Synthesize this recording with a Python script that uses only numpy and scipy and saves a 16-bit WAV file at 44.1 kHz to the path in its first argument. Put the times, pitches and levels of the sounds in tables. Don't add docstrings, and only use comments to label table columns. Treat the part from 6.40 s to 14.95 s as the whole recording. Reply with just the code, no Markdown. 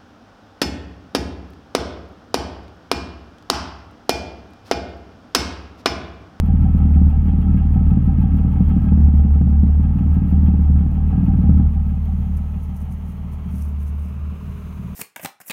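import sys
import numpy as np
from scipy import signal
from scipy.fft import rfft, irfft
from scipy.io import wavfile
from scipy.ndimage import uniform_filter1d

SR = 44100
rng = np.random.default_rng(int(sys.argv[2]) if len(sys.argv) > 2 else 0)


def to_wav(s):
    ch = np.atleast_2d(s).T
    pcm = np.round(np.clip(ch, -1, 1) * 32767)
    wavfile.write(sys.argv[1], SR, pcm.astype(np.int16))


N = 377055
TIME = np.arange(N) / SR
IDLE_HZ, FIRINGS_PER_LAP = 37.8, 5.995

# time_s, firing_hz
FIRING_RATE = [(0, 37.96), (.41, 38.06), (.6, 37.01), (.9, 37.85), (1.65, 37.52), (2.39, 38.24),
               (2.74, 36.47), (3.19, 36.18), (3.59, 37.98), (3.87, 38.06), (4.35, 36.79), (4.79, 38.58),
               (5.54, 36.97), (6.03, 37.71), (6.98, 37.96), (7.37, 36.39), (8.13, 38.23), (8.55, 37.93)]
# time_s, gain_db
TAILPIPE_GAIN = [(0, -9.5), (2.5, -8), (3.4, -11.5), (5.2, -8), (5.45, -15), (6.3, -21), (7.6, -25),
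                 (8.55, -22.5)]
# time_s, side_share
SIDE_SHARE = [(5.15, 0.32), (5.6, 0.6), (6.4, 0.6), (7.8, 1)]


def undb(db):
    return 10 ** (np.asarray(db) / 20)


def curve(rows):
    return np.interp(TIME, *np.transpose(rows))


def unit(x):
    return x / np.sqrt(np.mean(x ** 2))


def colour(x, spectrum):
    hz, db = np.transpose(spectrum)
    f = np.fft.rfftfreq(N, 1 / SR) + 1
    gain = undb(np.interp(np.log(f), np.log(hz), db)) * np.minimum(f / hz[0], 1) ** 2
    return unit(irfft(rfft(x) * gain, N))


def noise(spectrum):
    return colour(rng.standard_normal(N), spectrum)


def lowpass(x, hz, order):
    return signal.sosfilt(signal.butter(order, hz, fs=SR, output="sos"), x)


def muffle(x, hz, order=4):
    return lowpass(lowpass(x, hz, order)[::-1], hz, order)[::-1]


def wander(hz):
    return unit(lowpass(rng.standard_normal(N), hz, order=2))


def ring(x, modes):
    t = TIME[:SR // 4]
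    response = sum(undb(db) * np.exp(-np.pi * width * t) * np.cos(2 * np.pi * hz * t)
                   for hz, width, db in modes)
    return signal.fftconvolve(x, response)[:N]


def strikes(times, sizes):
    return np.bincount(np.clip(times * SR, 0, N - 1).astype(int), sizes, N)


def bursts(times, sizes, decay_s):
    return signal.fftconvolve(strikes(times, sizes), np.exp(-TIME[:SR // 4] / decay_s))[:N]


def swell(turns, at, sharp):
    return np.exp(sharp * (np.cos(2 * np.pi * (turns - at)) - 1))


def half_firings(phase):
    return np.interp(np.arange(1, int(2 * phase[-1])) / 2, phase, TIME)


def hiss():
    # time_s, level_db
    level = [(0, -72.5), (5.3, -71), (5.8, -64), (7.8, -69), (8.1, -61)]
    # frequency_hz, level_db
    spectrum = [(1000, 4), (4000, 5), (5000, -8.5), (6300, 6.5), (7600, -3), (9500, 0.2), (11000, 2),
                (15000, 1.5)]
    return undb(curve(level)) * noise(spectrum)


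def clothing(grain_db=3.5):
    # centre_s, level_db, sigma_s
    rustles = [(5.975, -53, 0.0064), (6.23, -61, 0.023), (6.368, -58, 0.014), (6.415, -58.5, 0.011),
               (6.525, -57.5, 0.017), (6.695, -62, .035), (6.934, -59.5, 0.014), (7.198, -55, 0.066),
               (7.422, -60.5, 0.023), (7.483, -55.5, 0.014), (7.644, -64, 0.073)]
    # frequency_hz, level_db
    spectrum = [(2000, -27), (5000, -6.5), (6300, 0), (7500, -6), (9700, 3.5), (11500, -2), (13300, 3),
                (15500, -5)]
    envelope = sum(undb(db) * np.exp(-((TIME - s) / sigma) ** 2 / 2) for s, db, sigma in rustles)
    grain = undb(grain_db * wander(300))
    return envelope * unit(grain * noise(spectrum))


def ticks(phase, tick_db=-67, db_per_hz=1.6, scatter_db=2.0, jitter_s=.0015):
    # pitch_hz, width_hz, level_db
    modes = [(4200, 170, -8), (6100, 640, -8.5), (9540, 290, -3), (11450, 590, -1), (14600, 300, 6)]
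    times = half_firings(phase)
    early_late, weak_strong = rng.standard_normal((len(times), 2)).T
    lap = np.interp(times, TIME, .3 + swell(phase / FIRINGS_PER_LAP, at=0.29, sharp=4))
    size = lap * np.resize([.4, 1], len(times)) * undb(scatter_db * weak_strong)
    rattle = bursts(times + jitter_s * early_late, size, decay_s=.005) * rng.standard_normal(N)
    side_fade = 1 - 0.69 * np.sqrt(curve(SIDE_SHARE))
    return undb(tick_db + db_per_hz * overspeed()) * side_fade * unit(ring(rattle, modes))


def belt(phase, chirp_hz=787, drift_hz=9, pulley_db=-5, attack_s=0.0022, release_s=.055, db_per_hz=3.4):
    # time_s, level_db
    level = [(0, -43), (2.9, -42), (3.7, -50), (4.9, -41.5), (6.2, -50.5), (8.55, -78)]
    # pitch_hz, width_hz, level_db
    modes = [(750, 5, -0.5), (926, 110, 1.5)]
    pitch_hz = chirp_hz + drift_hz * wander(55)
    grip = 1 + 0.275 * wander(51)
    tone = np.sqrt(2) * np.sin(2 * np.pi * np.cumsum(pitch_hz) / SR)
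    pulley = unit(muffle(ring(rng.standard_normal(N), modes), 900))
    sing = grip * tone + undb(pulley_db) * pulley
    laps_since_catch = (phase / FIRINGS_PER_LAP - .505) % 1
    age_s = laps_since_catch * FIRINGS_PER_LAP / curve(FIRING_RATE)
    rub = (1 - np.exp(-age_s / attack_s)) * np.exp(-(age_s / release_s) ** 2)
    return undb(curve(level) + db_per_hz * overspeed()) * rub * sing


def engine_bay(phase, lap_depth=0.51, crank_depth=0.4, block_db=-7.0, scatter_db=2.0, db_per_hz=1.83):
    # time_s, level_db
    level = [(0, -47), (2.5, -47), (5.1, -49), (5.6, -49), (6.5, -51), (7.3, -48), (8.55, -48.5)]
    # frequency_hz, level_db
    rear_spectrum = [(330, 2.5), (480, 8), (620, 1.5), (890, 12.5), (1000, -12), (1180, 0.5), (1310, -1),
                     (1460, -20.5), (1630, -7.5), (1900, -12.5), (2600, -18), (3250, -25), (3700, -39.5),
                     (6000, -41)]
    # frequency_hz, level_db
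    side_spectrum = [(330, -3), (425, 4.5), (520, -6.5), (630, 2), (780, -11), (1000, -4.5), (1250, -7.5),
                     (1550, -13), (1850, -14), (2350, -15.5), (2950, -15), (3600, -27.5), (4600, -29.5),
                     (7000, -36)]
    # pitch_hz, width_hz, level_db
    modes = [(1062, 27, -5), (1180, 19, -6), (1303, 25, 7.5), (1622, 18, 1.5), (1870, 36, -2.5),
             (2173, 31, -4), (2527, 32, -0.5), (2790, 10, -8), (3210, 20, -4.5)]
    side = curve(SIDE_SHARE)
    lap = 1 + lap_depth * (1 - side) * swell(phase / FIRINGS_PER_LAP, at=0.43, sharp=3.9)
    crank = 1 + crank_depth * swell(phase / 2, at=0.2, sharp=2)
    pulsing = lap * crank / uniform_filter1d(lap * crank, SR // 3)
    times = half_firings(phase)
    sizes = undb(scatter_db * rng.standard_normal(len(times)))
    knocks = lap ** 2 * bursts(times, sizes, decay_s=0.0035) * noise([(1000, 0.0), (3400, 0.014)])
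    block = unit(muffle(ring(knocks, modes), 3500))
    from_rear = pulsing * noise(rear_spectrum) + undb(block_db) * block
    from_side = pulsing * noise(side_spectrum)
    blend = np.sqrt(1 - side) * from_rear + np.sqrt(side) * from_side
    return undb(curve(level) + db_per_hz * overspeed()) * blend


def ground_reflection(x, echo_db=-10):
    # time_s, lag_s
    lag = [(5.4, 0.00087), (6.6, 0.00097), (7.4, 0.00082), (8, 0.00077), (8.55, 0.00083)]
    echo = np.interp(TIME - curve(lag), TIME, x)
    return x + undb(echo_db) * curve(SIDE_SHARE) * echo


def overspeed():
    return curve(FIRING_RATE) - IDLE_HZ


def load(ramp_s=.08):
    # start_s, end_s, load_share
    spells = [(0.442, 0.702, 0.68), (2.505, 3.425, 0.89), (3.65, 3.76, 0.93), (3.921, 4.432, 0.79),
              (5.057, 5.228, 0.75), (7.116, 7.95, 0.96)]
    held = sum(share * ((TIME > start) & (TIME < end)) for start, end, share in spells)
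    return uniform_filter1d(held, int(ramp_s * SR))


def firings(phase, scatter_db=2.5, ceiling_db=1.0, lead_s=.0001, jitter_s=0.00067):
    cylinder_db = [-5, -0.5, -5, -1.5]
    # time_s, strength_db
    hard_firings = [(.086, 0), (.349, 2.5), (.615, 3), (1.094, 1.5), (1.359, 1.5), (1.572, 3), (2.207, 3),
                    (2.365, 2.5), (2.523, 2.5), (2.961, 0.5), (3.014, 3), (3.234, 4), (3.452, 0.5),
                    (3.926, 2.5), (4.085, 2), (5.093, 3.5), (5.199, 1.5), (7.06, 3), (7.14, 4.5)]
    number = np.arange(1, int(phase[-1]) + 1)
    times = np.interp(number, phase, TIME)
    weak_strong, early_late = rng.standard_normal((len(number), 2)).T
    db = np.minimum(np.array(cylinder_db)[number % 4] + scatter_db * weak_strong, ceiling_db)
    for time_s, strength_db in hard_firings:
        db[np.argmin(abs(times - time_s))] = strength_db
    size = undb(db)
    return times - lead_s * size + jitter_s * early_late, size


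def exhaust(phase, pop_db=-8.5, burble_db=-8.5, gas_db=-37, bark_db=-34, muffler_hz=312, shadow_hz=238):
    # pitch_hz, width_hz, level_db
    pipe_modes = [(68, 160, -17.5), (129, 6.5, -1.5), (176.5, 13, 2), (190.8, 13, -1), (213.3, 11, -4),
                  (247.9, 8.6, -12.5), (269.7, 10, -5.5)]
    # pitch_hz, width_hz, level_db
    mouth_modes = [(335, 100, 3.5), (450, 110, -1)]
    # frequency_hz, level_db
    gas_spectrum = [(330, 1), (450, 1.5), (580, -10), (780, -0.5), (910, -9.5), (1000, -16.5),
                    (1300, -15.5), (2000, -26.5), (5000, -52.5)]
    times, size = firings(phase)
    stir = bursts(times, size, decay_s=0.025) * rng.standard_normal(N)
    ringing = unit(ring(strikes(times, size ** 1.55), pipe_modes))
    burble = undb(burble_db) * unit(ring(stir, pipe_modes))
    pipe = unit(muffle(ringing + burble, muffler_hz, order=8))
    shade = np.minimum(2 * curve(SIDE_SHARE), 1)
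    pops = (1 - shade) * pipe + shade * muffle(pipe, shadow_hz)
    load_db = 4 * np.interp(times, TIME, load())
    spit = np.resize([1, .5], len(times)) * np.sqrt(size) * undb(load_db)
    gas = colour(bursts(times + 0.00081, spit, decay_s=0.016) * rng.standard_normal(N), gas_spectrum)
    bark = unit(muffle(ring(strikes(times, size ** 3), mouth_modes), 630, order=6))
    outflow = undb(pop_db) * pops + undb(gas_db) * gas + undb(bark_db) * (1 - shade) * bark
    return undb(curve(TAILPIPE_GAIN)) * outflow


def boom(phase, load_low_db=-2.5, load_high_db=6.5, waver_db=1.52, waver_hz=9):
    # time_s, level_db
    octave_level = [(0, -15.5), (1.4, -15.5), (3.6, -18.5), (5.3, -17.5), (5.8, -20), (6.2, -26),
                    (7.1, -29.5), (8.55, -33)]
    # firing_rate_multiple, level_db
    partials = [(1.5, -22), (3, -26), (4, -20.5), (6, -30)]
    effort, level_db = load(), curve(octave_level)
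    low_db = np.interp(curve(SIDE_SHARE), [0, 1], [-3.5, -8.5])
    fundamental = undb(level_db + low_db + load_low_db * effort) * np.cos(2 * np.pi * (phase - 0.28))
    octave = undb(level_db + load_high_db * effort) * np.cos(4 * np.pi * phase)
    overtones = sum(undb(db) * np.cos(2 * np.pi * k * (phase - 0.17)) for k, db in partials)
    wave = fundamental + octave + undb(curve(TAILPIPE_GAIN)) * overtones
    return np.sqrt(2) * wave * undb(waver_db * wander(waver_hz))


def scene():
    phase = -.27 + np.cumsum(curve(FIRING_RATE)) / SR
    tailpipe = boom(phase) + exhaust(phase)
    machinery = ground_reflection(engine_bay(phase)) + belt(phase) + ticks(phase)
    return (tailpipe + machinery + clothing() + hiss())[None]


def record(dry, bottom_hz=8, top_hz=15750):
    thin = signal.sosfilt(signal.butter(1, bottom_hz, "high", fs=SR, output="sos"), dry)
    return signal.sosfilt(signal.ellip(10, .1, 80, top_hz, fs=SR, output="sos"), thin)


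dry = scene()
out = record(dry)
to_wav(out)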